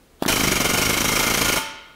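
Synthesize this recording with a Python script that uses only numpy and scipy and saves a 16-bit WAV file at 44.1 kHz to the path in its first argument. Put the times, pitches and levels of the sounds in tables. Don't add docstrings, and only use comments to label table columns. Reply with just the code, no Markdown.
import sys
import numpy as np
from scipy import signal
from scipy.fft import rfft, irfft, next_fast_len
from scipy.io import wavfile
from scipy.ndimage import uniform_filter1d, minimum_filter1d

SR = 44100
rng = np.random.default_rng(int(sys.argv[2]) if len(sys.argv) > 2 else 0)


def unload_wav(signal):
    wavfile.write(
        sys.argv[1],
        SR,
        np.round(np.clip(np.atleast_2d(signal).T, -1, 1) * 32767).astype(np.int16),
    )


N = 85995


def amp(db):
    return 10 ** (np.asarray(db) / 20)


def unit(x):
    return x / np.sqrt(np.mean(x ** 2) + 1e-20)


def along(points, hz):
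    freqs, values = np.transpose(points)
    return np.interp(np.log(hz + 1), np.log(freqs + 1), values)


def filtered(x, response):
    size = 2 * next_fast_len(N)
    return irfft(rfft(x, size) * response(np.fft.rfftfreq(size, 1 / SR)), size)[:N]


def coloured(x, eq):
    def response(hz):
        cepstrum = irfft(np.log(unit(amp(along(eq, hz)))))
        cepstrum[1:len(hz) - 1] *= 2
        cepstrum[len(hz):] = 0
        return np.exp(rfft(cepstrum))
    return filtered(x, response)


def add(track, start, sound):
    part = track[max(round(start * SR), 0):][:len(sound)]
    part += sound[:len(part)]


# frequency in Hz, relative level in dB.
ROOM_TONE_EQ = [(15, -41), (25, -4), (64, -5.5), (98, -11.5), (394, -12.5), (462, -11), (604, -19),
                (15000, -35.5)]
def room_tone(level_db=-54):
    return amp(level_db) * unit(coloured(rng.standard_normal(N), ROOM_TONE_EQ))


# frequency in Hz, seconds to fall 60 dB.
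REVERB_T60 = [(100, 0.29), (260, 0.79), (700, 1), (1800, 0.89), (3500, 0.9), (6000, 0.52), (8000, 0.42),
              (13000, 0.23)]
# frequency in Hz, send level in dB.
REVERB_SEND = [(60, -35), (140, -13), (260, 3.5), (450, -17), (1300, -2.5), (2500, -3), (6000, -3),
               (14000, -0.5)]
def workshop_reverb(x, tails=6, predelay_s=0.005):
    out, position = np.zeros(N), np.linspace(0, tails - 1, N)
    for k in range(tails):
        hz, t, noise = signal.stft(rng.standard_normal(SR * 3 // 4), SR, nperseg=256)
        t60 = along(REVERB_T60, hz)[:, None]
        decay = amp(along(REVERB_SEND, hz)[:, None] - 60 * t / t60) * (t > predelay_s)
        equal_energy = np.sqrt(np.log(10 ** 6) / (t60 * SR))
        tail = signal.istft(noise * decay * equal_energy, SR, nperseg=256)[1]
        crossfade = np.maximum(1 - abs(position - k), 0)
        out += signal.fftconvolve(x * crossfade, tail)[:N]
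    return out


def knock(centre, width):
    u = np.clip((np.arange(N) / SR - centre) / width, -10, 10)
    return (u * u - 1) * np.exp(-u * u / 2)


# time in seconds, thump level in dB, width in seconds, click level in dB.
SLACK_KNOCKS = [(0.2243, -9.5, 0.00073, -23), (.2257, -11, 0.00036, -20.5), (.2345, -46, 0.00048, -22.5),
                (.2531, -10, .0002, -48), (0.263, -12.5, 0.001, -18)]
# frequency in Hz, relative level in dB.
CLICK_EQ = [(60, -36), (300, -0.5), (1200, 0.5), (2200, -10), (3600, -2), (6000, -16.5), (14000, -16)]
def take_up(leak_db=-44.5, rise_db_per_s=489, body_hz=330, click_lead_s=0.00106, click_t60=0.024):
    t, now = np.arange(SR // 10) / SR, np.arange(N) / SR
    first_time, _, first_width, _ = SLACK_KNOCKS[0]
    opening = amp(leak_db + rise_db_per_s * np.minimum(now - first_time, 0))
    leak = opening * (now > 0.194) * (now < 0.28) * rng.standard_normal(N)
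    body_ring = amp(-7 - 60 * t / 0.014) * np.sin(2 * np.pi * body_hz * t)
    thumps, clicks = np.zeros((2, N))
    for time, thump_db, width, click_db in SLACK_KNOCKS:
        thumps += amp(thump_db) * knock(time, width)
        add(thumps, time + width, amp(thump_db) * width / first_width * body_ring)
        click = amp(click_db - 60 * t / click_t60) * rng.standard_normal(len(t))
        add(clicks, time - click_lead_s, click)
    return thumps + coloured(leak + clicks, CLICK_EQ)


def push(centre, width):
    u = np.clip((np.arange(N) / SR - centre) / width, -10, 10)
    return u * np.exp((1 - u * u) / 2)


# start in seconds,
# strength in dB, forward puff trim in dB, return puff trim in dB.
BLOWS = [(0.2795, 2.0, -0.0, 6.0), (0.3188, 0.0, -3.0, 2.0), (0.3572, 0.0, -2.0, 2.0),
         (0.3946, -1.0, 4.0, 1.0), (0.432, -0.0, 4.0, 0.0), (0.47, -1.0, 3.0, 2.0), (0.512, -0.0, 4.0, 2.0),
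         (0.5552, 0.0, 1.0, -3.0), (0.5997, 0.0, 1.0, -1.0), (0.6449, 1.0, 1.0, 2.0),
         (0.6894, 0.0, 1.0, 0.0), (0.7333, 0.0, 5.0, 2.0), (0.774, 1.0, 3.0, 2.0),
         (0.8134, -0.0, 2.0, -0.0), (0.8516, -1.0, 1.0, 1.0), (0.8905, 1.0, 2.0, 2.0),
         (0.9283, -1.0, 1.0, -1.0), (0.9671, -0.0, 2.0, -1.0), (1.0031, -1.0, -1.0, 0.0),
         (1.0418, 0.0, -6.0, -0.0), (1.0792, 0.0, 1.0, -0.0), (1.1163, -0.0, 2.0, 2.0),
         (1.1538, -0.0, -1.0, 1.0), (1.1909, 1.0, -1.0, -1.0), (1.2266, -1.0, -7.0, -1.0),
         (1.2642, -0.0, 1.0, -3.0), (1.2999, -1.0, -1.0, 0.0), (1.3373, 0.0, -1.0, -3.0),
         (1.3728, 0.0, -1.0, -3.0), (1.4076, 1.0, 1.0, -0.0), (1.4462, 1.0, -3.0, -1.0),
         (1.4815, 0.0, -4.0, 1.0), (1.5212, -0.0, -6.0, 1.0), (1.559, -1.0, -5.0, -9.0)]
# frequency in Hz, relative level in dB.
RUMBLE_EQ = [(20, -9), (35, 1.5), (70, -2), (130, -6), (300, -13.5), (800, -90)]
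PUFF_DELAY_S, RETURN_DELAY_S = 0.00533, 0.0225
def exhaust(puff_db=-19, return_db=-20.5, recoil_db=-34.5, rumble_db=-35.5, scatter_s=0.00076):
    out, t = np.zeros(N), np.arange(N) / SR
    first_blow, last_blow = BLOWS[0][0], BLOWS[-1][0]
    for start, _, puff_trim, return_trim in BLOWS:
        late, wide = rng.standard_normal((2, 2))
        fade_db = 0.5 * (start - first_blow)
        forward = push(start + PUFF_DELAY_S + scatter_s * late[0], 0.00073 * np.exp(0.093 * wide[0]))
        back = push(start + RETURN_DELAY_S + 2 * scatter_s * late[1], 0.00071 * np.exp(0.054 * wide[1]))
        out += amp(puff_db + puff_trim - fade_db) * forward
        out += amp(return_db + return_trim - fade_db) * back
        out += amp(recoil_db) * push(start + 0.012, width=0.0047)
    running = (t > first_blow) & (t < last_blow + RETURN_DELAY_S)
    return out + amp(rumble_db) * coloured(running * rng.standard_normal(N), RUMBLE_EQ)


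# frequency in Hz, relative level in dB.
SPIT_EQ = [(100, -61), (2500, -13), (4500, -2), (6200, 0.5), (8300, -6.5), (12800, -5.5), (15700, -15)]
def spits(level_db=-26.5, hold_s=0.0071, t60=0.11):
    out, t = np.zeros(N), np.arange(SR // 10) / SR
    envelope = amp(level_db - 60 * np.maximum(t - hold_s, 0) / t60)
    for start, blow_db, _, _ in BLOWS:
        add(out, start, amp(blow_db) * envelope * rng.standard_normal(len(t)))
    return coloured(out, SPIT_EQ)


# pitch in Hz, relative level in dB, seconds to fall 60 dB.
SHEET_MODES = [(565, -16, .8), (888, -12, .5), (1070, -12, .6), (1265, -6, .6), (1340, -8, .5),
               (1432, 0, .45), (1782, -9, .65), (2126, 2, .65), (2331, -7, .4), (2670, -11, .4),
               (2848, -9, .4), (3050, -9, .3), (3170, -12, .3), (4296, -14, .4), (4710, -14, .42),
               (5992, -14, .34)]
# time in seconds, gain in dB.
SHEET_RIDE = [(.28, -24), (.58, 3), (.66, 11), (.8, -8.5), (1.2, 5), (1.42, 6.5), (1.56, 6)]
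def sheet_and_bench(sheet_db=-39, detune=0.00297, bench_hz=275, bench_db=-24, bench_t60=0.03):
    t, out = np.arange(SR * 3 // 5) / SR, np.zeros(N)
    hz, mode_db, t60 = np.transpose(SHEET_MODES)[:, :, None]
    fades = amp(mode_db - 60 * t / t60)
    boom = amp(bench_db - 60 * t / bench_t60) * np.sin(2 * np.pi * bench_hz * t)
    for start, blow_db, _, _ in BLOWS:
        phase, grip = rng.standard_normal((2, len(SHEET_MODES), 1))
        pitch = hz * (1 + detune * grip)
        ring = np.sum(fades * np.sin(2 * np.pi * (pitch * t + phase)), axis=0)
        ride_db = np.interp(start, *np.transpose(SHEET_RIDE))
        add(out, start, amp(sheet_db + blow_db + ride_db) * ring)
        add(out, start + PUFF_DELAY_S, amp(blow_db) * boom)
    return out


# pitch in Hz, level in dB, seconds to fall 60 dB.
FREE_MODES = [(570, -43, 1.0), (620, -22, .06), (645, -45, .8), (889, -28, .7)]
def sheet_release(start=1.571):
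    out, t = np.zeros(N), np.arange(SR // 2) / SR
    for hz, db, t60 in FREE_MODES:
        add(out, start, amp(db - 60 * t / t60) * np.sin(2 * np.pi * hz * t))
    return out


def rattle(t60, alike, swell_s=0.016, swell_db=3.5, spiky_db=3.5):
    t, out = np.arange(SR // 10) / SR, np.zeros(N)
    envelope = amp(swell_db * np.minimum(t / swell_s - 1, 0) - 60 * np.maximum(t - swell_s, 0) / t60)
    def contacts():
        noise = rng.standard_normal(len(t))
        spikes = unit(uniform_filter1d(rng.standard_normal(len(t)), size=30))
        return unit(noise * amp(spiky_db * spikes))
    common = contacts()
    for k, (start, blow_db, _, _) in enumerate(BLOWS):
        accent_db = 3 if k == 0 else 0
        burst = np.sqrt(alike) * common + np.sqrt(1 - alike) * contacts()
        add(out, start, amp(blow_db + accent_db) * envelope * burst)
    return out


# pitch in Hz, bandwidth in Hz, relative level in dB.
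STEEL_MODES = [(1215, 36, -1.5), (1414, 44, -2.5), (2114, 60, -1.5), (2453, 83, -10), (2814, 10, 2),
               (3048, 32, 2), (3198, 23, 3), (3930, 300, -9), (4860, 19, -7), (5660, 29, -2),
               (5590, 43, -7), (6700, 30, -10.5), (9640, 160, -9.5), (11480, 43, -11), (12800, 240, -11)]
def steel_ring(level_db=-30.5):
    def resonances(hz):
        return sum((-1) ** k * amp(db) * 1j * hz * width / (pitch ** 2 - hz ** 2 + 1j * hz * width)
                   for k, (pitch, width, db) in enumerate(STEEL_MODES))
    return amp(level_db) * unit(filtered(rattle(t60=0.1, alike=0), resonances))


# frequency in Hz, relative level in dB.
CLATTER_EQ = [(59, -27), (100, -12), (271, -6), (533, -2.5), (1380, -5.5), (1900, -9), (2160, -12.5),
              (2560, -7.5), (3160, -11), (3440, -13), (4620, -14), (5600, -13.5), (8920, -16), (12800, -22),
              (15800, -20)]
# delay to the peak in seconds, pitch in Hz, width in seconds, level in dB.
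PINGS = [(.0075, 5600, .0009, -19), (.0095, 6400, .0012, -22), (.0132, 2250, .0016, -17)]
def hammering(clatter_db=-21, delay_scatter=0.12, detune=0.0305):
    t = np.arange(SR // 30) / SR
    out = amp(clatter_db) * coloured(rattle(t60=0.08, alike=0.16), CLATTER_EQ)
    for start, blow_db, _, _ in BLOWS:
        for delay, hz, width, ping_db in PINGS:
            late, sharp, louder, phase = rng.standard_normal(4)
            swell = np.exp(-((t - delay * (1 + delay_scatter * late)) / width) ** 2 / 2)
            tone = np.sin(2 * np.pi * (hz * (1 + detune * sharp) * t + phase))
            add(out, start, amp(blow_db + ping_db + 2 * louder) * swell * tone)
    return out


def scene():
    riveting = hammering() + spits() + exhaust() + take_up() + steel_ring() + sheet_and_bench()
    return (riveting + workshop_reverb(riveting) + sheet_release() + room_tone())[None]


def record(dry, threshold_db=-7.2, hold_s=0.003, top_hz=15700):
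    hold = int(hold_s * SR)
    needed_gain = np.minimum(1, amp(threshold_db) / (abs(dry[0]) + 1e-9))
    gain = uniform_filter1d(minimum_filter1d(needed_gain, hold), hold)
    return filtered(dry[0] * gain, lambda hz: hz < top_hz)[None]


dry = scene()
out = record(dry)
unload_wav(out)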